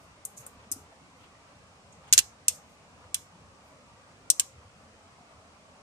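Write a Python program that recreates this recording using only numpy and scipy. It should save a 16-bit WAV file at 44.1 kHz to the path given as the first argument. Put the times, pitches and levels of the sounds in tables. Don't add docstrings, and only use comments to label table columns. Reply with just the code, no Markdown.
import sys
import numpy as np
from scipy import signal
from scipy.fft import rfft, irfft, next_fast_len
from scipy.io import wavfile
from scipy.ndimage import uniform_filter1d, map_coordinates

SR = 44100
rng = np.random.default_rng(int(sys.argv[2]) if len(sys.argv) > 2 else 0)


def wav_out(sig):
    wavfile.write(sys.argv[1], SR, np.round(np.clip(np.atleast_2d(sig).T, -1, 1) * 32767).astype(np.int16))


N = 256648


# start in seconds, level in dB, low cut in Hz, lower favoured mode
# in Hz, its lift in dB, upper favoured mode in Hz, its lift in dB, amount of body, amount of treble,
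# pan to the left in dB, room send in dB.
CAP_SNAPS = [(0.251, -30, 7040, 6500, 5.5, 9700, 10, -5.5, 4.5, 0, 4),
             (0.4644, -40, 6840, 6500, -6, 8300, 5, -11, 7, -3, 6.5),
             (0.7156, -27, 5500, 5200, -2, 8000, 8, -5, 10.5, -3, -10),
             (0.7213, -27.5, 4900, 5060, 4, 9550, 9, -2.5, 5, 3, 6),
             (2.1261, -12, 1820, 5080, 5, 6550, 8.5, 1, -1, -1, -7),
             (2.1302, -19, 1820, 5080, 4.5, 6900, 7, 1.5, -2, 1.5, -8),
             (2.1345, -13, 1556, 4820, 4.5, 6520, 5, 5, 2, 2.5, -5),
             (2.1777, -11, 1440, 4910, 1, 6770, 5, 4, -5.5, -1, -10),
             (2.1840, -23, 1700, 3200, 0.5, 6920, 7, -1.5, -6.5, -4.5, -7.5),
             (2.1888, -13, 1550, 2846, 8, 8100, 2, 2, -2.5, -2, -6.5),
             (2.4819, -13.5, 2170, 2460, 3, 8440, 9.5, -5, .5, -2, -0.5),
             (3.1435, -21, 1560, 3400, 15, 9340, 6.5, -5, 0.5, -1, 0.5),
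             (4.3012, -12, 3120, 6060, 4.5, 8600, 3, -6.5, -3, 3, -4),
             (4.3964, -15.5, 1760, 3120, 10, 7890, 4, -5, -3, -0.5, -4)]

def snaps(rise_s=.0003, tear_s=.0027, tear_gain=.446, ring_t60=.04, alike=.22, lag_s=.00018, spread=.45):
    track, t = np.zeros((2, N)), np.arange(SR // 2) / SR
    force = (fade(t, ring_t60) + tear_gain * (t < tear_s)) * (1 - np.exp(-t / rise_s))
    for s, db, edge_hz, low_hz, low_db, high_hz, high_db, body, treble, pan_db, wet_db in CAP_SNAPS:
        shared, own = rng.standard_normal(len(t)), rng.standard_normal((2, len(t)))
        shared = np.array([np.roll(shared, round(lag_s * SR)), shared])
        burst = evened((np.sqrt(alike) * shared + np.sqrt(1 - alike) * own) * force)

        def click(lift):
            favoured = [(low_hz, 520, lift * low_db), (high_hz, 520, lift * high_db)]
            ring = ringing(burst, lambda hz: cap_colour(hz, edge_hz, favoured, body, treble)[None])
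            return ring / np.sqrt(np.mean(ring[:, :SR // 200] ** 2))

        add(track, s, amp(db) * (direct(click(1), pan_db) + room(click(spread), wet_db)))
    return track


# centre in Hz, width in Hz, lift in dB.
SKIRT_MODES = [(1573, 110, 7.5), (2730, 420, 6), (3425, 170, 3), (4050, 240, 4.5), (5060, 68, 3),
               (5300, 170, 3.5), (5810, 250, 3.5), (6225, 210, 1.5), (6690, 350, 0), (7250, 540, 1.5),
               (8877, 300, 1), (12870, 670, 4)]
# frequency in Hz, relative level in dB.
CRACK_TONE = [(100, -18.5), (900, -16), (1600, -17.5), (2200, -15.5), (4000, -10.5), (6000, -5.5),
              (8300, 0), (10500, -8.5), (13900, -13), (14600, -24), (16000, -35)]

def cap_colour(hz, edge_hz, favoured, body, treble, stop_db=-13.5):
    passed = 1 / (1 + (edge_hz / (hz + 100)) ** 14)
    low_cut = 10 * np.log10(amp(stop_db) ** 2 + passed)
    body_db = along([(4500, .76), (6500, .076)], hz) * body
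    modes = humps(SKIRT_MODES + favoured, hz)
    return along(CRACK_TONE, hz) + modes + low_cut + body_db + shelf(hz, treble)


# start in seconds, level in dB, pitch in Hz.
BOTTLE_KNOCKS = [(0.667, -41, 213), (0.711, -35.5, 287), (0.76, -36, 265), (0.775, -48, 273),
                 (.921, -44, 660)]

def knocks(rise_s=.0032, t60=.047):
    track, t = np.zeros((2, N)), np.arange(SR // 8) / SR
    shape = (1 - np.exp(-(t / rise_s) ** 2)) * fade(t, t60)
    for s, db, hz in BOTTLE_KNOCKS:
        add(track, s, (amp(db) * shape * np.sin(2 * np.pi * hz * t))[None])
    return track


# peak time in seconds, level in dB, half-length in seconds, amount of treble.
RIM_SLIDES = [(0.378, -42.5, 0.0051, -4), (0.398, -54.5, 0.017, 11), (1.928, -57, .004, -27),
              (2.082, -62, 0.0048, -8)]
# frequency in Hz, relative level in dB.
SKIN_TONE = [(3000, -31), (5500, -12.5), (6600, 2.5), (8500, -3), (10500, -8.5), (13800, -12),
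             (15000, -38.5)]

def scrapes():
    rasp = sum(amp(db) * swell(s, length) * slips(lambda hz: along(SKIN_TONE, hz) + shelf(hz, treble))
               for s, db, length, treble in RIM_SLIDES)
    return direct(rasp) + room(rasp, wet_db=12.5)


# peak time in seconds, level in dB.
TOUCHES = [(.028, -68.5), (1.21, -75), (2.711, -72.5), (3.68, -73), (4.81, -80)]
# frequency in Hz, relative level in dB.
TOUCH_TONE = [(3000, -20), (6000, -7), (9000, -7), (13500, -11), (15000, -30.5)]

def rustles(half_length_s=.038):
    pressure = sum(amp(db) * swell(s, half_length_s) for s, db in TOUCHES)
    return slips(lambda hz: along(TOUCH_TONE, hz)) * pressure


def slips(colour_db, grain=.598):
    sizes = np.exp(grain * np.repeat(rng.standard_normal(N), 16)[:N])
    return unit(filtered(rng.standard_normal((2, N)) * sizes, lambda hz: amp(colour_db(hz))))


# peak time in seconds, level in dB, pitch in Hz.
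HAND_BUMPS = [(.412, -55, 124), (.565, -62.5, 269), (.752, -55, 92), (2.575, -60, 189), (3.344, -55, 172.7),
              (4.555, -53.5, 99.7), (4.596, -51.5, 95.4), (4.665, -51.5, 94.4), (4.775, -60, 185.3)]

def bumps(half_length_s=.015, jolt_db=-49.5, jolt_hz=96, jolt_delay_s=.008):
    grips = sum(thud(hz, amp(db) * swell(s, half_length_s)) for s, db, hz in HAND_BUMPS)
    jolts = sum(amp(db + jolt_db) * swell(s + jolt_delay_s, half_length_s) for s, db, *_ in CAP_SNAPS)
    return grips + thud(jolt_hz, jolts, width=.49)


def thud(centre_hz, shape, width=.21):
    noise = filtered(rng.standard_normal(N), lambda hz: np.exp(-(np.log((hz + 1) / centre_hz) / width) ** 2))
    return unit(noise * shape) * np.sqrt(np.mean(shape ** 2))


# peak time in seconds, level in dB, lift of the rasp in dB.
SLEEVE_BRUSHES = [(0.452, -56, -4), (0.62, -60, -2), (0.935, -60, -7), (1.236, -64, 11), (1.492, -55, -7),
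                  (2.08, -57, 0.5), (3.02, -56.5, -9), (4.63, -60.5, -15), (5.32, -63, -10)]
# frequency in Hz, relative level in dB.
CLOTH_TONE = [(150, -26.5), (500, -8), (1000, 1.5), (1700, -8.5), (3000, -10), (7000, -29), (14000, -42),
              (15000, -50.5)]

def sleeves(half_length_s=.033, flutter_db=3, folds_per_s=70, rasp_hz=3220, rasp_width_hz=2000):
    folds = map_coordinates(rng.standard_normal(N // 100), [np.arange(N) * folds_per_s / SR])
    rub = unit(rush(lambda hz: along(CLOTH_TONE, hz)) * amp(flutter_db * folds))
    return sum(filtered(rub * swell(s, half_length_s),
                        lambda hz: amp(db + humps([(rasp_hz, rasp_width_hz, rasp_db)], hz)))
               for s, db, rasp_db in SLEEVE_BRUSHES)


# frequency in Hz, left over right in dB.
PORT_BALANCE = [(1500, 1), (2700, -0.5), (3500, -2), (5000, -4), (7100, -8.5), (7900, 2), (8600, 9.5),
                (10200, 4.5), (11500, 2), (14000, -1)]

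def direct(x, pan_db=0):
    return filtered(x, lambda hz: amp(sides(along(PORT_BALANCE, hz) + pan_db)))


# frequency in Hz, rough decay time in seconds.
TAIL_TIMES = [(300, 0.36), (2500, 0.11), (6500, 0.27), (10000, 0.2), (14000, 0.23)]
# frequency in Hz, gain in dB.
WALL_TONE = [(1500, 13.5), (4000, 5.5), (6500, 3), (8500, -1.5), (11000, 1), (14000, -2), (14900, -25.5)]

def room(x, wet_db=0, near_db=-18, near_t60=.095, far_db=-21, tail_bend=1.8, sidedness=.45):
    bands, t, spectra = signal.stft(rng.standard_normal((2, SR // 2)), SR, nperseg=256)
    age = (t / along(TAIL_TIMES, bands)[:, None]) ** tail_bend
    far = signal.istft(spectra * fade(age, .93), SR, nperseg=256)[1]
    t = np.arange(far.shape[1]) / SR
    near = rng.standard_normal(far.shape) * fade(t, near_t60) * (t > .004)
    echo = (amp(near_db) * unit(near) + amp(far_db) * unit(far)) / np.sqrt(len(t))
    port_db = lambda hz: sidedness * sides(along(PORT_BALANCE, hz))
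    echo = filtered(echo, lambda hz: amp(wet_db + along(WALL_TONE, hz) + port_db(hz)))
    return signal.fftconvolve(x, echo, axes=1)[:, :x.shape[1]]


# frequency in Hz, relative level in dB.
ROOM_TONE = [(15, -48.5), (25, -19.5), (86, 0), (118, -3), (191, -3.5), (301, -7), (335, -12.5),
             (515, -5.5), (604, -6.5), (1210, -10.5), (1670, -18), (2370, -18.5), (3500, -24),
             (5500, -22.5), (8550, -25.5), (13800, -50.5), (15000, -58)]
# centre in Hz, width in Hz, lift in dB.
DRONE_BANDS = [(84, 26, 3.5), (560, 160, -0.5), (1163, 130, 3), (370, 14, -0.5)]

def background(level_db=-57.5):
    bed = rush(lambda hz: along(ROOM_TONE, hz) + humps(DRONE_BANDS, hz))
    bands, _, spectra = signal.stft(bed, SR, nperseg=2048)
    patches = uniform_filter1d(rng.standard_normal(spectra.shape[1:]), size=5, axis=0)
    patches = unit(uniform_filter1d(patches, size=4, axis=1))
    depth_db = along([(1500, 2.275), (5000, .45)], bands)[:, None]
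    return amp(level_db) * signal.istft(spectra * amp(depth_db * patches), SR, nperseg=2048)[1][:, :N]


# frequency in Hz, left-right likeness from -1 to 1.
LIKENESS = [(30, 0.68), (70, .93), (150, .94), (300, .8), (640, 0.77), (1300, .15), (2600, -0.47),
            (6000, 0.086)]

def rush(colour_db):
    width = lambda hz: np.tan(np.arccos(along(LIKENESS, hz)) / 2)
    response = lambda hz: amp(colour_db(hz)) * np.array([np.ones_like(hz), width(hz)])
    mid, side = filtered(rng.standard_normal((2, N)), response)
    return np.array([mid + side, mid - side]) / np.std(mid)


def evened(burst, size=4096, smooth_bins=55):
    power = uniform_filter1d(np.mean(np.abs(rfft(burst, size)) ** 2, axis=0), size=smooth_bins)
    return ringing(burst, lambda hz: -10 * np.log10(np.abs(power[None]) + 1e-12), size=size)


def ringing(x, gain_db, size=4096):
    cepstrum = irfft(np.log(amp(gain_db(np.fft.rfftfreq(size, 1 / SR)))))
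    cepstrum[..., 1:size // 2] *= 2
    cepstrum[..., size // 2 + 1:] = 0
    return signal.fftconvolve(x, irfft(np.exp(rfft(cepstrum))), axes=-1)[..., :x.shape[-1]]


def filtered(x, response):
    n = x.shape[-1]
    padded = next_fast_len(n + SR // 4)
    return irfft(rfft(x, padded) * response(np.fft.rfftfreq(padded, 1 / SR)), padded)[..., :n]


def along(points, hz):
    freqs, values = np.transpose(points)
    return np.interp(np.log(hz + 1), np.log(freqs + 1), values)


def humps(modes, hz):
    return sum(db / (1 + (2 * (hz - centre) / width) ** 2) for centre, width, db in modes)


def shelf(hz, treble):
    return along([(8000, .051), (11500, .93)], hz) * treble


def sides(difference_db):
    return np.array([[.5], [-.5]]) * difference_db


def fade(t, t60):
    return np.exp(-np.log(1000) * t / t60)


def swell(s, half_length):
    return np.exp(-.5 * np.minimum(((np.arange(N) / SR - s) / half_length) ** 2, 100))


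def amp(db):
    return 10 ** (np.asarray(db) / 20)


def unit(x):
    return x / np.sqrt(np.mean(x ** 2) + 1e-20)


def add(track, s, sound):
    part = track[:, round(s * SR):][:, :sound.shape[1]]
    part += sound[:, :part.shape[1]]


def scene():
    return snaps() + scrapes() + rustles() + bumps() + knocks() + sleeves() + background()


def record(dry, ceiling=.8, top_hz=16400):
    roll_off = [(14000, 0), (14800, -3), (15400, -12), (16300, -24)]  # Hz, dB
    rounded = dry / (1 + (dry / ceiling) ** 8) ** (1 / 8)
    return filtered(rounded, lambda hz: amp(along(roll_off, hz)) * (hz < top_hz))


dry = scene()
out = record(dry)
wav_out(out)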